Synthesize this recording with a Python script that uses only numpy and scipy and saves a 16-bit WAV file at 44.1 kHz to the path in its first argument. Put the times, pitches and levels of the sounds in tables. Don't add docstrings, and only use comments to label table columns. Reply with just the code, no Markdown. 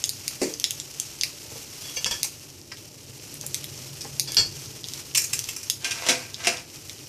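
import sys
import numpy as np
from scipy import signal
from scipy.fft import rfft, irfft
from scipy.io import wavfile

SR = 44100
rng = np.random.default_rng(int(sys.argv[2]) if len(sys.argv) > 2 else 0)


def generate_wav(signal):
    frames = np.transpose(np.atleast_2d(signal))
    scaled = np.clip(frames, -1, 1) * 32767
    pcm = np.round(scaled).astype(np.int16)
    wavfile.write(sys.argv[1], SR, pcm)


N = 312335
TIME = np.arange(N) / SR
WALL_LAG_S = .00058

# (time [s], level before trim [dB])
FIZZ_LEVEL = [(0.0, -42), (1.89, -42.5), (2.13, -38.5), (2.29, -43), (2.54, -48.5), (2.98, -47),
              (3.51, -41.5), (5.19, -42.5), (5.34, -39.5), (5.75, -42.5), (6.25, -46), (7.08, -44.5)]
# (time [s], relative ring level [dB], relative dull knock level [dB],
# chatter fading time before any stretch [s])
STEEL_CLINKS = [(2.0595, -48, -39, 0.002), (2.0632, -50, -39, 0.0025), (2.1106, -42, -36, 0.0026),
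                (2.14, -44, -44, 0.0016), (4.275, -19.5, -56, 0.024), (4.3687, 3, -37, 0.0042),
                (4.3839, -4, -45, 0.017)]


def amp(db):
    return 10 ** (np.asarray(db) / 20)


def unit(x):
    return x / np.sqrt(np.mean(x ** 2))


def curve(table, axis):
    rows = np.array(table)
    return np.interp(TIME, rows[:, 0], rows[:, axis])


def add(track, s, sound):
    i = max(int(s * SR), 0)
    track[i:i + len(sound)] += sound[:N - i]


def through(x, response):
    return signal.fftconvolve(x, response / np.linalg.norm(response))[:N]


def cut(x, hz, kind, order=2):
    return signal.sosfilt(signal.butter(order, min(hz, .45 * SR), kind, fs=SR, output="sos"), x)


def tone(points, size=4096):
    hz, db = np.transpose(points)
    bins_hz = np.arange(size // 2 + 1) * SR / size
    gain = amp(np.interp(np.log(bins_hz + 1), np.log(hz), db))
    cepstrum = irfft(np.log(gain))
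    cepstrum[1:size // 2] *= 2
    cepstrum[size // 2 + 1:] = 0
    return irfft(np.exp(rfft(cepstrum)))


def ring(modes, sustain):
    t = TIME[:SR // 2]
    response = np.zeros(len(t))
    for hz, db, t60 in modes:
        fade = np.exp(-np.log(1000) * t / (t60 * sustain))
        response += amp(db) * np.sin(2 * np.pi * (hz * t + rng.random())) * fade
    return response


def resonate(x, peaks):
    t = TIME[:SR // 2]
    response = np.zeros(len(t))
    for k, (hz, width, db) in enumerate(peaks):
        fade = np.exp(-np.pi * width * t)
        response += (-1) ** k * amp(db) * width * np.cos(2 * np.pi * hz * t) * fade
    return through(x, response)


def glide(x, hz, width):
    turn = np.exp(2j * np.pi * np.cumsum(hz) / SR)
    keep = np.exp(-np.pi * abs(width) / SR)
    smoothed = signal.lfilter([np.sqrt(2 * (1 - keep ** 2))], [1, -keep], x / turn)
    return (turn * smoothed).real


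def walk(rate):
    knots = rng.standard_normal(2048)
    return np.interp(TIME * rate, np.arange(len(knots)), knots)


def shifting(x, peaks, drift=.008, patchy_db=3):
    total = np.zeros(N)
    for hz, width, db in peaks:
        strength = amp(db + patchy_db * walk(25))
        total += strength * glide(x, hz * (1 + drift * walk(40)), width)
    return total


def grains(rate, spread_db):
    size = amp(spread_db * np.minimum(rng.exponential(size=N), 6))
    return unit((rng.random(N) < rate / SR) * size * rng.choice([-1, 1], N))


def stick_slip(rate, scatter=0.31, spread_db=9.0, slip_s=0.00073):
    chance = rng.standard_normal((8192, 2))
    at = np.cumsum(SR / rate * np.exp(scatter * chance[:, 0])).astype(int)
    slips = np.bincount(at[at < N], amp(spread_db * chance[at < N, 1]), N)
    envelope = signal.lfilter([1], [1, -np.exp(-1 / (slip_s * SR))], slips)
    return unit(envelope * rng.standard_normal(N))


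def bursts(times, dbs, fades):
    power = np.zeros(N)
    for s, db, fade in zip(times, dbs, fades):
        add(power, s, amp(db) ** 2 * np.exp(-2 * TIME[:SR // 2] / max(fade, 1 / SR)))
    return np.sqrt(power)


def strokes(table):
    return sum(amp(db) * np.exp(-((TIME - s) / half) ** 2 / 2) for s, half, db, *_ in table)


def pan_wall(x):
    t, flutter_s, flutter_db = TIME[:SR // 20], .002, -9.5
    flutter = rng.standard_normal(len(t)) * np.exp(-t / flutter_s) * (t > WALL_LAG_S)
    response = unit(flutter) * amp(flutter_db) / np.sqrt(len(t))
    response[0] += 1
    return through(x, response)


def kitchen_echo(x, t60_s=0.28, early_db=5, early_s=.0085, gap_s=.004):
    t = TIME[:SR // 2]
    fade = np.exp(-np.log(1000) * t / t60_s) + amp(early_db) * np.exp(-t / early_s)
    return through(x, rng.standard_normal(len(t)) * fade * (t > gap_s))


def burner():
    # (frequency [Hz], relative density [dB per Hz])
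    kitchen_tone = [(15, -63), (25, -25.5), (134, 2), (199, -12), (251, -6.5), (335, -4), (496, -11.5),
                    (543, -15.5), (594, -9.5), (673, -24), (819, -17), (1380, -49), (1800, -37),
                    (2340, -48), (3960, -120)]
    rumble_db, drone_db, air_db = -56, -62, -50
    start_s, attack_s, end_s, release_s = 3.04, 0.3, 5.35, 0.082
    flare_drone_db, flare_noise_db = 14.5, 2
    rise = (TIME - start_s) / attack_s
    fall = 1 - (TIME - end_s) / release_s
    flare = np.clip(np.minimum(rise, fall), 0, 1)
    rumble = resonate(rng.standard_normal(N), [(99.2, 13.0, 0)]) * amp(rumble_db + 0.59 * walk(2.38))
    drone = resonate(rng.standard_normal(N), [(135.4, 4.0, 0)])
    drone = drone * amp(drone_db + flare_drone_db * flare + 1.0 * walk(2.5))
    air = through(rng.standard_normal(N), tone(kitchen_tone)) * amp(air_db + 0.07 * walk(12.0))
    return (rumble + air) * amp(flare_noise_db * flare) + drone


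def thud():
    # (time [s], relative level [dB])
    landings = [(0.416, -15.5)]
    # (frequency [Hz], relative level [dB], t60 before sustain scaling [s])
    counter_modes = [(172, -25, 0.53), (264, 0, 0.38), (296, -12, 0.57), (377, -6, 0.21), (449, -4, 0.39),
                     (578, -8, 0.24), (678, -10, 0.14), (797, -16, 0.19)]
    # (frequency [Hz], relative density [dB per Hz])
    rattle_tone = [(71, -63), (120, -27), (200, -13), (255, -8), (450, -1), (579, -12), (830, -19),
                   (1390, -26), (2380, -17), (3400, -37), (4410, -19), (7110, -16.5), (14000, -37)]
    s, db = np.transpose(landings)
    boom = np.zeros(N)
    response = ring(counter_modes, sustain=0.98)
    add(boom, s[0], amp(db[0] - 2) * response / np.abs(response).max())
    rattle = grains(rate=6200, spread_db=3.0) * bursts(s, db - 5.5, [.028])
    return boom + through(rattle, tone(rattle_tone))


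def bump(level_db=-43.5, fade_s=0.12):
    s, ring_db, _, _ = np.transpose(STEEL_CLINKS)
    shake = rng.standard_normal(N) * bursts(s, ring_db + level_db, [fade_s] * len(s))
    return cut(resonate(shake, [(96, 19, 0)]), 65, "high", order=4)


def taps(fade_s=0.0084, click_hz=1100, click_width_hz=700):
    # (time [s], relative level [dB], click level added to it [dB])
    touches = [(1.453, -47.5, -32), (1.513, -41, -26), (1.555, -48, -22), (2.003, -50, 3),
               (2.243, -45, -20), (3.434, -50, 4), (4.044, -42, -3)]
    # (frequency [Hz], width [Hz], relative level [dB])
    tap_modes = [(247, 19, 0.5), (457, 13, 9), (578, 68, -4), (826, 57, -2)]
    s, db, click_db = np.transpose(touches)
    contact, fades = grains(rate=5400, spread_db=5.0), [fade_s] * len(s)
    body = resonate(contact * bursts(s, db, fades), tap_modes)
    click_tone = [(click_hz / 2, -25), (click_hz, 0), (click_hz + click_width_hz, -8), (4000, -40)]
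    click = through(contact * bursts(s, db + click_db, fades), tone(click_tone))
    return amp(8.5) * body + click


def ticks():
    # (time [s], level [dB], fading time [s])
    touches = [(2.7169, -27.5, 0.0059), (4.046, -36, 0.0068)]
    # (frequency [Hz], relative density [dB per Hz])
    touch_tone = [(500, -14), (1200, -3), (2100, 4), (3300, -5), (4000, -8), (5150, 10), (6000, -5),
                  (8000, -15), (14000, -32)]
    s, db, fade = np.transpose(touches)
    return through(grains(rate=6600, spread_db=4.5) * bursts(s, db, fade), tone(touch_tone))


def utensils():
    # (middle [s], half length [s], relative rub level [dB],
    # mean squeal pitch [Hz], squeal level before grip [dB])
    slides = [(1.849, 0.011, -50, 3320, -38), (1.897, 0.013, -51, 3270, -33),
              (1.974, 0.0078, -29, 6130, -19.5), (2.122, 0.0081, -34.5, 3280, -22),
              (2.158, 0.0043, -36, 3330, -33), (2.205, 0.0044, -35, 3350, -40),
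              (4.305, 0.02, -40.5, 3280, -36)]
    # (frequency [Hz], relative level [dB], t60 before sustain scaling [s])
    steel_modes = [(2814, -10, .17), (3365, -8, .11), (4414, -2, .2), (4506, -2, .16), (4600, -7, .2),
                   (4850, 0, .1), (5055, -5, .16), (5200, -9, .15), (5432, -13, .14), (5739, -1, .14),
                   (6140, -12, .17), (6715, -17, .13), (7427, -11, .11), (7730, -16, .1)]
    # (mean frequency [Hz], width [Hz], mean relative level [dB])
    slide_modes = [(474, 25, -2.5), (932, 25, -9), (1735, 30, -3), (2220, 100, -1), (2820, 40, -3),
                   (3275, 25, -2), (4620, 40, 2), (5090, 45, -1), (5480, 90, 2), (6170, 60, -4),
                   (6640, 45, -3)]
    # (frequency [Hz], relative density [dB per Hz])
    contact_tone = [(120, -2), (200, -9), (476, -3.5), (1050, -8), (1750, -4.5), (1950, -16.5), (2750, -1),
                    (3060, -12.5), (3290, 8.5), (3800, -34), (4550, -0.5), (5450, 1.5), (6500, -1),
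                    (8000, -7), (11900, -12.5), (15000, -75)]
    s, ring_db, knock_db, fade = np.transpose(STEEL_CLINKS)
    chatter = grains(rate=5000, spread_db=1.0)
    blows = amp(-11.5) * chatter * bursts(s, ring_db, fade)
    for start, db in zip(s, ring_db):
        add(blows, start, amp([db + 11.5]))
    ringing = amp(-3.5) * through(blows, ring(steel_modes, sustain=0.36))
    knocks = chatter * bursts(s, knock_db, fade * 1.82)
    rub = stick_slip(rate=500) * strokes(slides)
    modes = amp(-11.0) * shifting(rub + amp(13.0) * knocks, slide_modes)
    body = modes + through(amp(-3.5) * rub + amp(16.5) * knocks, tone(contact_tone))
    waver_hz = 95 * walk(500) + 25 * walk(40)
    grip = amp(4.5 * walk(170) - 5.5)
    squeal = np.zeros(N)
    for s, half, _, hz, db in slides:
        squeal += strokes([(s, half, db)]) * np.sin(2 * np.pi * np.cumsum(hz + waver_hz) / SR)
    return ringing, body + grip * squeal


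def spatula(rasp_db=-9, overtone=2.0, overtone_db=-2):
    # (time [s], relative level [dB], relative bass level [dB], rattle fading time [s])
    holder_knocks = [(5.844, -16, -36.5, 0.014), (5.9083, -17.5, -42, 0.014), (6.064, -18, -35, 0.017),
                     (6.087, -5.5, -21.5, 0.018), (6.099, -29, -22.5, 0.017), (6.447, -19, -49, .006),
                     (6.4702, -6.5, -16.5, 0.0095)]
    # (middle [s], half length [s], relative level [dB], mean rasp pitch [Hz])
    drags = [(5.87, 0.03, -40, 3020), (5.98, 0.032, -41.5, 2520), (6.035, 0.016, -51, 2640),
             (6.078, 0.025, -36, 2730), (6.16, 0.078, -42, 2250), (6.432, 0.033, -43.5, 2840),
             (6.457, 0.0075, -36, 2630), (6.53, 0.053, -42, 2400)]
    # (mean frequency [Hz], width [Hz], mean relative level [dB])
    holder_modes = [(262, 15, -0.5), (503, 12, -3), (685, 12, 1), (938, 20, -8), (1196, 52, -0.5),
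                    (1560, 84, -3.5), (2060, 50, 0.5), (2450, 82, 1), (2860, 29, -20), (3210, 30, -13)]
    # (frequency [Hz], relative density [dB per Hz])
    clatter_tone = [(76, -39), (130, 0.5), (200, -21), (255, -4), (492, -4.5), (600, -6), (663, 2.5),
                    (793, 0), (1150, -5.5), (1560, 0.5), (1790, -5), (2560, -0.5), (3380, -8), (5670, -2.5),
                    (12100, -18.5), (15000, -38)]
    s, db, bass_db, fade = np.transpose(holder_knocks)
    chatter = grains(rate=2400, spread_db=1.8)
    drag = stick_slip(rate=300, spread_db=3.2, slip_s=.001) * strokes(drags) * amp(2 * walk(70))
    blows = amp(-6.5) * chatter * bursts(s, db, fade)
    contact = cut(blows, 2000, "high") + cut(drag, 330, "high")
    shake = amp(9.0) * cut(cut(chatter * bursts(s, bass_db, fade), 600, "low"), 186, "high")
    force = contact + shake
    pitch_hz, width_hz = curve(drags, axis=3) * (1 + .04 * walk(60)), 260
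    scrape = drag + amp(-9.0) * blows
    rasp = glide(scrape, pitch_hz, width_hz)
    rasp = rasp + amp(overtone_db) * glide(scrape, overtone * pitch_hz, overtone * width_hz)
    clatter = amp(-1.5) * through(force, tone(clatter_tone))
    return clatter + amp(-15.5) * shifting(force, holder_modes) + amp(rasp_db) * rasp


def crackles(rate=260, spread_db=2.5, cycles=0.95, low_hz=3000, high_hz=10000):
    total = np.zeros(N)
    for hz in np.geomspace(low_hz, high_hz, 8):
        total += resonate(grains(rate / 8, spread_db), [(hz, hz / (np.pi * cycles), 0)])
    return unit(pan_wall(total))


def fizz(trim_db=-0.5):
    # (frequency [Hz], relative density [dB per Hz])
    fizz_tone = [(530, -8), (900, -8), (1110, -7), (1720, -8.5), (2540, -2.5), (2750, -2), (3700, -5.5),
                 (5710, 3), (8040, -4), (10700, -8), (12400, -6.5), (14400, -10.5), (15000, -44)]
    bubbles = grains(rate=7000, spread_db=-0.7) * amp(1.9 * walk(12) + 2 * walk(90))
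    lone = amp(-9.5) * crackles()
    return through(bubbles + lone, tone(fizz_tone)) * amp(curve(FIZZ_LEVEL, axis=1) + trim_db)


def spits(whistle_width_hz=650, tick_db=-12, tick_fade_s=0.019, edge_s=0.00058):
    # (start [s], length [s], relative level [dB], whistle pitch [Hz],
    # whistle level added to the jet [dB], level of this burst's echo that differs between the ears [dB])
    seed_bursts = [(2.242, 0.0099, -25.5, 6300, -8, -56), (4.008, 0.013, -44, 5260, 10, -51),
                   (5.148, 0.006, -18.5, 2950, -4.5, -7), (5.1564, 0.0056, -20.5, 5600, -8, -9),
                   (5.172, 0.014, -20, 6800, 3, -8), (5.1757, 0.0062, -16, 6650, -14, -33),
                   (5.217, 0.0055, -25, 6300, -6, -26), (5.239, 0.011, -28, 6640, -2.5, -37),
                   (5.331, 0.0044, -17, 2880, -14, -24), (5.335, 0.0043, -23, 6800, -3.5, -32),
                   (5.4869, 0.0065, -25.5, 2720, -9.5, -53), (5.5628, 0.0066, -27, 5800, -14, -51),
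                   (5.63, .009, -33.5, 5950, -5, -47)]
    # (frequency [Hz], relative density [dB per Hz])
    spit_tone = [(530, 18.5), (900, 2), (1170, -0.5), (1440, -13), (2130, -9), (2500, -2), (3530, -19.5),
                 (4600, -12), (5400, 2.5), (6820, -9), (7600, -3), (10500, -12.5), (14200, -13),
                 (15000, -22)]
    s, length, db, hz, whistle_db, uneven_db = np.transpose(seed_bursts)
    latest = np.maximum(np.searchsorted(s, TIME) - 1, 0)
    vent = np.zeros(N)
    for start, span, level in zip(s, length, db):
        vent += amp(level) ** 2 * ((TIME > start) & (TIME < start + span))
    opening = signal.lfilter([1], [1, -np.exp(-1 / (edge_s * SR))], np.sqrt(vent)) / (edge_s * SR)
    jet = grains(rate=9000, spread_db=1.5) * opening
    droplets = amp(tick_db) * grains(rate=450, spread_db=2.0) * bursts(s, db, [tick_fade_s] * len(s))
    whistle = glide(jet * amp(whistle_db[latest]), hz[latest], whistle_width_hz)
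    hiss = amp(9.5) * through(jet + droplets, tone(spit_tone))
    sound = cut(hiss + whistle, 1700, "high", order=4)
    return sound, sound * amp(uneven_db[latest])


def faint_pops(seed_hz=2900, seed_db=-15):
    per_s, mean_db, mean_hz, snap_db = 5.6, -46.5, 5400, -17
    scatter_db, scatter_octaves = 5.5, 0.29
    chance = rng.standard_normal((64, 4))
    gaps = (chance[:, 0] ** 2 + chance[:, 1] ** 2) / 2
    times = np.cumsum(gaps) / per_s
    fizz_s, fizz_db = np.transpose(FIZZ_LEVEL)
    dbs = mean_db + scatter_db * chance[:, 2] + np.interp(times, fizz_s, fizz_db - fizz_db.mean())
    pitches = mean_hz * 2 ** (scatter_octaves * chance[:, 3])
    last_s = TIME[-1] - WALL_LAG_S * 2
    return [(s, db, hz, snap_db, seed_hz, seed_db) for s, db, hz in zip(times, dbs, pitches) if s < last_s]


def pops(rise_s=.0001, snap_db=6, snap_hz=10000, snap_s=0.00012, crack_hz=13000, crack_db=-2,
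         crack_s=0.00028, seed_s=0.00025, gain_db=5):
    # (time [s], level before gain [dB], cavity pitch [Hz], treble level before snap and
    # crack offsets [dB re cavity], jolted seed's pitch [Hz], seed level [dB re cavity])
    loud_pops = [(0.0404, 2.5, 6000, -21, 2500, -17.5), (0.057, -26, 6700, 4, 3000, -12),
                 (0.093, -5, 6800, -8.5, 4170, -6.5), (0.2798, -2.5, 6200, -12.5, 2500, -13),
                 (0.539, -6, 5450, -38, 4920, -6), (0.599, -9.5, 5630, -11.5, 3200, -17),
                 (0.6416, 4, 5400, -19.5, 2460, -11.5), (0.708, -6.5, 6640, -9.5, 2870, -8.5),
                 (0.8, -7.5, 6400, -28, 2880, -17), (0.9997, -1, 6940, -18, 2880, -23.5),
                 (1.2117, -1, 5270, -34, 2950, -38), (1.235, -1.5, 5400, -14, 2400, -5),
                 (2.0447, -3.5, 5800, -21, 2850, -4.5), (2.2314, -0.5, 5850, -9, 2820, -12.5),
                 (2.7715, -28, 5500, -16, 2600, -2), (3.342, -18.5, 7500, -6, 2700, -29),
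                 (3.412, -14, 5900, -13, 2700, -40), (3.465, -11, 7460, -5, 2700, -34),
                 (3.5445, -2, 6300, -14, 2680, -12.5), (3.6426, -18.5, 5340, -2, 2650, 0.5),
                 (4.197, 2.5, 5730, -10.5, 2570, -17), (4.32, -12.5, 5770, -7.5, 2700, -22),
                 (4.346, -12.5, 4900, -4, 2680, -14), (4.842, -13, 4460, -32, 2700, -17),
                 (4.886, -13.5, 5550, -16, 2700, -33), (4.9363, -10, 5660, -20, 3600, -30),
                 (5.3919, -4, 6030, -13, 2760, -19), (5.442, -11.5, 5540, -22, 2700, -34),
                 (5.6997, 2.5, 5700, -12, 2600, -14.5), (6.344, -12, 5500, -41, 3900, -5),
                 (6.572, -17, 6130, -30, 3100, -10), (6.896, -15.5, 5540, -17, 2580, -6.5)]
    pop_cycles, room_db = 1.05, -4
    floor_lag_s, floor_echo, wall_echo = .00027, .35, .55
    direct, t = np.zeros(N), TIME[:384]
    places = rng.uniform(.75, 1.15, 128)
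    for (s, db, hz, treble_db, seed_hz, seed_db), place in zip(loud_pops + faint_pops(), places):
        # (pitch [Hz], level [dB], fading time [s])
        parts = [(hz, 0, pop_cycles / hz), (snap_hz, treble_db + snap_db, snap_s),
                 (crack_hz, treble_db + crack_db, crack_s), (seed_hz, seed_db, seed_s)]
        cavity, snap, crack, jolt = (
            amp(level) * np.sin(2 * np.pi * f * t) * np.exp(-t / fade) for f, level, fade in parts)
        pop = amp(db + gain_db) * (cavity - snap + crack - jolt) * (1 - np.exp(-t / rise_s))
        echoes = ((0, 1), (floor_lag_s * place, floor_echo), (WALL_LAG_S * place, wall_echo))
        for lag, share in echoes:
            add(direct, s + lag, pop * share)
    direct = cut(direct, 1940, "high", order=5)
    return pan_wall(direct), amp(room_db) * pan_wall(direct)


def scene():
    direct, outward = pops()
    spitting, uneven = spits()
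    ringing, rubbing = utensils()
    counter = thud() + taps()
    handling = ringing + rubbing + spatula()
    dry_ticks = ticks()
    room = amp(-2.0) * outward + amp(-2.5) * spitting + amp(-1.0) * handling
    room = room + amp(-3.0) * counter + amp(-3.5) * dry_ticks
    near = direct + fizz() + spitting + handling + dry_ticks + counter
    mid = near + bump() + burner() + kitchen_echo(room)
    side = kitchen_echo(uneven + amp(-21.5) * ringing)
    return np.array([mid + side, mid - side])


def record(dry, top_hz=14700):
    rounded = np.tanh(1.1 * dry) / 1.1
    return signal.sosfilt(signal.ellip(8, .2, 90, top_hz, fs=SR, output="sos"), rounded)


dry = scene()
out = record(dry)
generate_wav(out)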